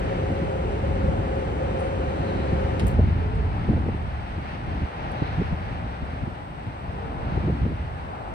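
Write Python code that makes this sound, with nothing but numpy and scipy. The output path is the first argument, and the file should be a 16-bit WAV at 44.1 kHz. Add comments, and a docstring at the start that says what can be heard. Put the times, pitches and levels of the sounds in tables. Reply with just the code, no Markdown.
"""Wind rumbles and thumps on the microphone, and through it a hydraulic pump whines: a convertible is
folding its roof in a breezy yard. The pump runs while the cover lifts, steel catches click as it locks
upright, and a low drone swells briefly. Later the pump hums on lighter strokes and the linkage ticks.
Far traffic and rustling trees lie to the left of the stereo microphone; cloth, seals, catches and a
faint steady high hiss sound from the back of the car, on the right."""
import sys
import numpy as np
from scipy.fft import rfft, irfft, next_fast_len
from scipy.io import wavfile
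from scipy.ndimage import uniform_filter1d, map_coordinates

SR = 44100
rng = np.random.default_rng(int(sys.argv[2]) if len(sys.argv) > 2 else 0)


def output_pcm(signal):
    """Save a mono or channel-first signal as 16-bit PCM at the path in sys.argv[1].

    Samples are clipped to [-1, 1] before scaling.
    """
    pcm = np.clip(np.atleast_2d(signal).T, -1, 1) * 32767
    wavfile.write(sys.argv[1], SR, np.round(pcm).astype(np.int16))


N = 367794

# the surroundings swell and ebb: t/s, traffic level/dB, leaves level/dB
YARD_LEVELS = [(0.0, -36, -41), (0.8, -36, -43), (2.4, -35, -41.5), (2.9, -36, -42), (3.25, -38.5, -44),
               (3.6, -36.5, -44), (4.05, -38.5, -45), (4.6, -38.5, -43), (4.95, -36, -43),
               (5.15, -34.5, -41), (5.42, -36, -40.5), (5.6, -37.5, -43), (6.15, -38.5, -45.5),
               (6.5, -40.5, -48), (6.78, -39.5, -47), (7.12, -36, -46), (7.34, -35, -43), (7.68, -40, -46),
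               (8.34, -36, -48)]
# traffic heard from far off: f/Hz, level/dB
TRAFFIC_SPECTRUM = [(150, -25), (350, -3), (500, -1), (650, 1), (790, 3.5), (930, 0.5), (1100, -2),
                    (1500, -9.5), (2000, -28), (3000, -40), (5000, -80)]
# how alike the traffic is in both channels: f/Hz, likeness
TRAFFIC_LIKENESS = [(300, .6), (750, 0.55), (1100, 0.76), (1700, 0.38)]
# the traffic leans left: f/Hz, left over right/dB
TRAFFIC_BALANCE = [(350, -2), (550, 2.5), (740, 5), (880, 4.5), (1050, 1.5)]
# leaves in the trees: f/Hz, level/dB
LEAVES_SPECTRUM = [(700, -14.5), (1300, 3.5), (1800, 4), (2300, 0.5), (2800, -2), (3300, -7), (4000, -11),
                   (5000, -16.5), (6300, -24), (8400, -56.5), (9300, -27.5), (15000, -71.5)]
# their rustle arrives diffusely: f/Hz, left-right likeness
LEAVES_LIKENESS = [(300, 0.44), (1100, 0.55), (1700, 0.31), (3000, 0.39), (5000, 0.24), (8400, 0.13),
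                   (12000, 0.083)]
# a faint steady high hiss from the back of the car, on the right: f/Hz, level/dB
REAR_HISS_SPECTRUM = [(3000, 1.5), (6500, -3.5), (8300, 7.5), (9300, -4.5), (11000, -10), (14000, -8.5),
                      (15500, -16.5)]

# the breeze right at the microphone: t/s, rumble level/dB, flutter level/dB
WIND_LEVELS = [(0.0, -26, -34), (0.09, -26, -33), (0.3, -30, -36), (0.7, -29, -37), (1.08, -24.5, -29.5),
               (1.37, -30, -37), (1.9, -29.5, -36), (2.3, -30, -32), (2.65, -24.5, -33), (2.78, -28, -32.5),
               (2.97, -20, -27.5), (3.2, -26, -33.5), (3.37, -22, -36), (3.62, -27.5, -34),
               (3.72, -24, -28.5), (3.9, -27.5, -35), (4.2, -30.5, -44), (4.55, -34.5, -37.5),
               (4.83, -27.5, -33.5), (4.87, -42, -46), (5.08, -34.5, -37), (5.42, -28.5, -41),
               (5.7, -32, -38), (6.25, -34.5, -43), (6.5, -41, -41), (6.9, -36, -41), (7.2, -32, -36.5),
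               (7.36, -25, -32.5), (7.58, -30, -33.5), (7.72, -27, -32.5), (7.82, -30, -44.5),
               (8.15, -39.5, -43), (8.34, -37, -44)]
# its deep rumble: f/Hz, level/dB
RUMBLE_SPECTRUM = [(12, -44.5), (20, -25.5), (45, -3.5), (70, 3.5), (100, -2), (180, -14), (230, -37),
                   (400, -120)]
# its higher flutter: f/Hz, level/dB
FLUTTER_SPECTRUM = [(70, -29.5), (130, -3), (170, -0.5), (250, -5), (340, -10.5), (500, -24), (900, -43),
                    (2000, -90)]
# the strongest eddies to hit the microphone: t/s, level/dB, bottom f/Hz, top f/Hz, half-length/s
EDDY_HITS = [(0.313, -20.5, 111, 336, 0.016), (0.427, -20.5, 99, 280, 0.011), (1.05, -20, 70, 220, 0.0061),
             (1.093, -14.5, 55, 130, 0.0076), (1.197, -26, 45, 130, .012), (2.085, -21, 65, 130, 0.008),
             (2.205, -19.5, 65, 150, 0.0062), (2.535, -23, 100, 278, 0.012),
             (2.849, -14.5, 42, 154.7, 0.023), (2.996, -13, 75, 358, 0.0074), (3.059, -18, 65, 101, 0.0093),
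             (3.691, -20.5, 200, 600, 0.0022), (3.698, -9.5, 58, 210, 0.0071),
             (3.714, -18.5, 110, 428, 0.0066), (3.735, -15, 80, 370, 0.0055), (3.762, -14, 58, 125, 0.0092),
             (3.775, -22, 150, 420, 0.0057), (3.864, -21, 130, 380, 0.0031), (3.888, -19, 130, 430, 0.0053),
             (3.948, -22, 100, 298, 0.0026), (4.389, -22.5, 90, 160, 0.0096),
             (4.823, -25, 100, 240, 0.0025), (4.844, -17, 75, 109, 0.0071), (5.225, -13.5, 95, 205, 0.0037),
             (5.283, -23, 80, 190, 0.0055), (5.392, -15.5, 75, 165, 0.008), (5.416, -17, 140, 290, 0.0061),
             (5.511, -28, 150, 320, .003), (5.531, -17.5, 42, 150, 0.0089), (6.031, -23, 55, 140, 0.0068),
             (6.138, -22.5, 70, 160, 0.0038), (6.233, -21.5, 70, 130, 0.0087),
             (6.278, -22.5, 101, 196, 0.0059), (6.677, -24.5, 65, 117, 0.013),
             (6.889, -23, 55, 110, 0.0079), (7.326, -20, 70, 200, 0.0037), (7.379, -12.5, 80, 260, 0.0029),
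             (7.448, -25, 130, 480, 0.0061), (7.468, -17, 65, 230, 0.0064), (7.483, -19, 120, 420, 0.0059),
             (7.501, -18.5, 100, 340, 0.0047), (7.525, -19, 70, 180, .004), (7.634, -13, 42, 110, 0.013),
             (7.654, -24, 250, 600, .0015), (7.664, -18, 90, 300, 0.0058), (7.722, -26, 70, 260, 0.0078)]

# sound from the back of the car arrives almost directly: f/Hz, left-right likeness
REAR_LIKENESS = [(3000, 0.42), (9000, 0.84)]
# cloth and seals sliding: t/s, level/dB, centre f/Hz, half-length/s
CLOTH_SWISHES = [(1.804, -58, 8900, 0.009), (1.845, -67.5, 9400, 0.028), (2.32, -56.5, 4050, 0.19),
                 (5.25, -55, 4000, 0.077), (7.45, -66, 3900, 0.28)]
# the colour of one swish: multiple of its centre, level/dB
SWISH_SPECTRUM = [(.25, -43), (.5, -17), (.86, -6), (0.999, 8), (1.15, -5), (1.35, -25), (2, -41), (4, -60)]
# catches and joints making contact: t/s, relative tick level/dB, relative clack level/dB
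CONTACTS = [(1.802, -43, -65), (2.795, -35, -22), (2.8, -44, -28), (2.821, -43, -38), (2.834, -41, -48),
            (2.868, -24, -40), (2.875, -35, -55), (2.881, -25, -48), (2.915, -41, -65), (3.353, -42.5, -68),
            (5.117, -36, -65)]
# the bright tick of steel: f/Hz, level/dB
TICK_SPECTRUM = [(3000, -42), (6000, -6), (7500, 0), (9300, 1.5), (10300, -4), (12000, -16), (14000, 0.5),
                 (15500, -3)]
# the clack of a catch's body: f/Hz, level/dB
CLACK_SPECTRUM = [(600, -16), (1500, 8), (2200, 5), (3000, 6), (4300, -1), (6000, -13), (10000, -12),
                  (12000, -27), (15000, -35)]
# the latch's ringing modes: f/Hz, relative level/dB, t60/s
LATCH_MODES = [(1976, 4, .16), (3020, 3, 0.12), (3838, -2, .08), (4230, -2, .045), (5310, 2, 0.06),
               (8100, -9, .05), (8930, -8, .05)]

# the pump on lighter strokes: start t/s, end t/s, upper f/Hz, level/dB, lower f/Hz, level/dB
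LIGHT_STROKES = [(3.143, 3.52, 444, -41, 416.4, -40), (6.865, 7.3, 456, -44, 400, -48)]
# the lines of the pump's whine: multiple of its pitch, relative level/dB, roughness 0-1
WHINE_LINES = [(1, 3.4, 0.14), (1.047, -0.5, 0.3), (1.4, -2.5, 0.1), (.765, -4, 0.4), (5.13, -29, .6)]
# the motor's whirr: f/Hz, level/dB
WHIRR_SPECTRUM = [(150, -11), (280, -9), (350, -1), (440, -0.5), (476, -6.5), (515, 1), (555, 3),
                  (610, -14), (740, -15), (1000, -30), (2500, -81.5)]
# oil hissing through the valve: f/Hz, level/dB
VALVE_SPECTRUM = [(4000, -13), (6000, 7), (7700, 6.5), (8450, 6), (9000, -0.5), (10500, -8), (14000, -39)]
# oil rushing in the pipes: f/Hz, level/dB
PIPES_SPECTRUM = [(1800, -29), (2300, -7.5), (2500, 2.5), (2800, -13), (3080, 8), (3300, -17), (3700, -38)]

YARD_LEAD_S, REAR_LEAD_S = .00046, -.00022  # left port's lead: trees and road left, car's rear right
COVER_UP_S, RUN_DOWN_S = 2.85, 0.17  # the cover stands upright, and the pump runs down


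def amp(db):
    """Decibels to gain."""
    return 10 ** (np.asarray(db) / 20)


def unit(x):
    """Scaled to rms 1."""
    return x / np.sqrt(np.mean(x ** 2) + 1e-20)


def along(points, hz):
    """(f/Hz, value) points read on a log axis."""
    freqs, values = np.transpose(points)
    return np.interp(np.log(hz + 1), np.log(freqs), values)


def curves(rows):
    """One value per sample for each column after the time."""
    times, *columns = np.transpose(rows)
    return [np.interp(np.arange(N) / SR, times, column) for column in columns]


def wobble(rate):
    """A smooth random curve, rate knots a second."""
    knots = rng.standard_normal(int(N * rate / SR) + 4)
    return map_coordinates(knots, [np.arange(N) * rate / SR])


def bell(s, half_length):
    """A smooth rise and fall around time s."""
    return np.exp(-.5 * ((np.arange(N) / SR - s) / half_length) ** 2)


def arch(start, end):
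    """Quick rise, rounded hold and quick release between two times."""
    progress = np.clip((np.arange(N) / SR - start) / (end - start), 0, 1)
    return np.sqrt(np.abs(np.sin(np.pi * progress)))


def filtered(x, response):
    """x shaped by a frequency response."""
    n = x.shape[-1]
    padded = next_fast_len(n + 8192)
    return irfft(rfft(x, padded) * response(np.fft.rfftfreq(padded, 1 / SR)), padded)[..., :n]


def rush(spectrum, likeness, size=N):
    """Stereo noise of rms 1 with a given colour and left-right likeness."""
    def shape(hz):
        width = np.arccos(np.clip(along(likeness, hz), -1, 1)) / 2
        return amp(along(spectrum, hz)) * [np.cos(width), np.sin(width)]
    mid, side = filtered(rng.standard_normal((2, size)), shape)
    return unit(np.array([mid + side, mid - side]))


def even(x, window_s=.045):
    """Stereo noise with its slow chance swells levelled out."""
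    power = uniform_filter1d(np.mean(x ** 2, axis=0), round(window_s * SR))
    power = uniform_filter1d(power, round(window_s * SR / 2))
    return unit(x / np.sqrt(np.abs(power) + 1e-9))


def tone(hz, rough, flutter_rate):
    """A line on a pitch curve; roughness (0-1) smears it into a narrow band."""
    phase = 2 * np.pi * np.cumsum(hz * np.ones(N)) / SR
    smear = wobble(flutter_rate) * np.sin(phase) + wobble(flutter_rate) * np.cos(phase)
    return np.sqrt(2 * (1 - rough)) * np.sin(phase) + np.sqrt(rough) * smear


def add(track, s, sound):
    """Mix a stereo sound in at time s."""
    start = max(round(s * SR), 0)
    part = track[:, start:start + sound.shape[1]]
    part += sound[:, :part.shape[1]]


def placed(x, lead_s, tilt_db):
    """Direction: how much earlier and louder the microphone's left port hears it."""
    sides = np.array([[.5], [-.5]])
    return amp(tilt_db * sides) * filtered(x, lambda hz: np.exp(2j * np.pi * hz * lead_s * sides))


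def rear_hiss():
    """A faint steady high hiss from the back of the car, on the right."""
    return placed(amp(-68) * rush(REAR_HISS_SPECTRUM, REAR_LIKENESS), REAR_LEAD_S, tilt_db=0.5)


def yard():
    """Far traffic roars dully on the left; leaves rustle above it."""
    traffic_db, leaves_db = curves(YARD_LEVELS)
    traffic = amp(traffic_db + 0.4 * wobble(7.9)) * rush(TRAFFIC_SPECTRUM, TRAFFIC_LIKENESS)
    traffic = filtered(traffic, lambda hz: amp(along(TRAFFIC_BALANCE, hz) * np.array([[.5], [-.5]])))
    leaves = amp(leaves_db + 0.64 * wobble(13)) * rush(LEAVES_SPECTRUM, LEAVES_LIKENESS)
    return placed(traffic, YARD_LEAD_S, tilt_db=0.0) + placed(leaves, YARD_LEAD_S, tilt_db=-0.1)


def wind():
    """Turbulence right at the microphone's ports: a deep rumble and a higher flutter, lumpy together."""
    rumble_db, flutter_db = curves(WIND_LEVELS)
    lumps, sway = wobble(rate=28), wobble(rate=11)
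    rumble = amp(rumble_db + .9 * lumps + 1.1 * sway) * even(rush(RUMBLE_SPECTRUM, [(60, 0.9)]))
    flutter = amp(flutter_db + 1.6 * lumps) * even(rush(FLUTTER_SPECTRUM, [(200, 0.81)]))
    return rumble + flutter


def eddies():
    """Each eddy thumps the microphone softly; larger ones reach deeper, faster ones higher."""
    out, t = np.zeros((2, N)), np.arange(-SR // 10, SR // 10) / SR
    for s, db, bottom_hz, top_hz, half_length in EDDY_HITS:
        colour = sorted([(.48 * bottom_hz, -30), (bottom_hz, 0), ((bottom_hz + top_hz) / 2, -2),
                         (top_hz, -7), (2 * top_hz, -21), (10 * top_hz, -90), (20 * top_hz, -125)])
        swell = np.exp(-.5 * (t / half_length) ** 2)
        puff = rush(colour, likeness=[(100, 0.9)], size=len(t)) * swell
        add(out, s + t[0], amp(db) * puff * np.linalg.norm(swell) / np.linalg.norm(puff))
    return out


def drone():
    """A rough low drone swells briefly, dead centre, as the cover comes upright."""
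    pitch_hz = 86.8 + 3 * wobble(9.6)
    return amp(-27) * arch(start=2.8, end=3.57) * tone(pitch_hz, rough=0.15, flutter_rate=9.8)


def roof_cloth():
    """Right of the microphone, cloth and rubber seals slide and swish as the roof folds."""
    out = np.zeros((2, N))
    for s, db, centre_hz, half_length in CLOTH_SWISHES:
        colour = [(multiple * centre_hz, level) for multiple, level in SWISH_SPECTRUM]
        out += amp(db) * bell(s, half_length) * rush(colour, REAR_LIKENESS)
    return placed(out, REAR_LEAD_S, tilt_db=-0.5)


def catches():
    """Steel meets steel at the back of the car: a tick, a dry clack and a faint ring from the latch."""
    tick_t60_s, clack_t60_s, walls_t60_s = .013, 0.054, 0.21
    walls_db, ring_db = -20, -15
    out, t = np.zeros((2, N)), np.arange(SR // 4) / SR
    attack = 1 - np.exp(-t / .0003)
    # the tick dies at once; the yard's walls answer weakly
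    tick_decay = amp(-60 * t / tick_t60_s) + amp(walls_db - 60 * t / walls_t60_s)
    for s, tick_db, clack_db in CONTACTS:
        tick = rush(TICK_SPECTRUM, REAR_LIKENESS, size=len(t)) * tick_decay
        top_hz = 25000 + 335 * tick_db  # softer ticks are duller
        tick = filtered(tick, lambda hz: 1 / (1 + (hz / top_hz) ** 10))
        clack = rush(CLACK_SPECTRUM, REAR_LIKENESS, size=len(t)) * amp(-60 * t / clack_t60_s)
        ring = sum(amp(db + ring_db - 60 * t / t60) * np.sin(2 * np.pi * (hz * t + rng.random()))
                   for hz, db, t60 in LATCH_MODES)
        add(out, s, amp(-9.0) * attack * (amp(tick_db) * tick + amp(clack_db) * (clack + ring)))
    return placed(out, REAR_LEAD_S, tilt_db=1.5)


def pump_strokes():
    """On lighter strokes the pump, left of centre, hums on two lower lines that drift together."""
    out = np.zeros(N)
    for start, end, upper_hz, upper_db, lower_hz, lower_db in LIGHT_STROKES:
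        speed = 1 + 0.0031 * wobble(4.2)
        for hz, db in (upper_hz, upper_db), (lower_hz, lower_db):
            out += amp(db) * arch(start, end) * tone(hz * speed, rough=.4, flutter_rate=20)
    return placed(out, lead_s=0.00044, tilt_db=1.2)


def pump():
    """The pump lifts the cover: its motor whines and whirrs left of centre, oil hisses on the right."""
    t = np.arange(N) / SR
    running = np.clip(1 - (t - COVER_UP_S) / RUN_DOWN_S, 0, 1)
    loaded_hz = 523
    unloaded_hz = 16.98 * np.exp(-t / 0.252)  # the pitch sags as the pump takes the load
    eased_hz = 8.53 * bell(COVER_UP_S, 0.311)  # and rises again as the cover nears the top
    whine_hz = loaded_hz + unloaded_hz + eased_hz
    whine = sum(amp(db) * tone(multiple * whine_hz, rough, flutter_rate=14)
                for multiple, db, rough in WHINE_LINES)
    whirr = rush(WHIRR_SPECTRUM, likeness=[(400, 0.87)])
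    motor = amp(-41.5) * whine + amp(-32) * whirr
    valve = amp(-65) * rush(VALVE_SPECTRUM, REAR_LIKENESS)
    pipes = amp(-59.5) * rush(PIPES_SPECTRUM, REAR_LIKENESS)
    return (placed(running * motor, lead_s=0.00053, tilt_db=1.2)
            + placed(running * (valve + pipes), REAR_LEAD_S, tilt_db=0.5))


def scene():
    """The yard and the car as they reach the microphone's two ports."""
    background = wind() + eddies() + drone() + yard() + rear_hiss()
    return background + pump() + pump_strokes() + roof_cloth() + catches()


def record(dry):
    """The recorder cuts the deepest bass and everything above its band limit."""
    low_cut_hz, top_hz = 24, 15400
    return filtered(dry, lambda hz: hz ** 4 / (hz ** 4 + low_cut_hz ** 4) * (hz < top_hz))


dry = scene()
out = record(dry)
output_pcm(out)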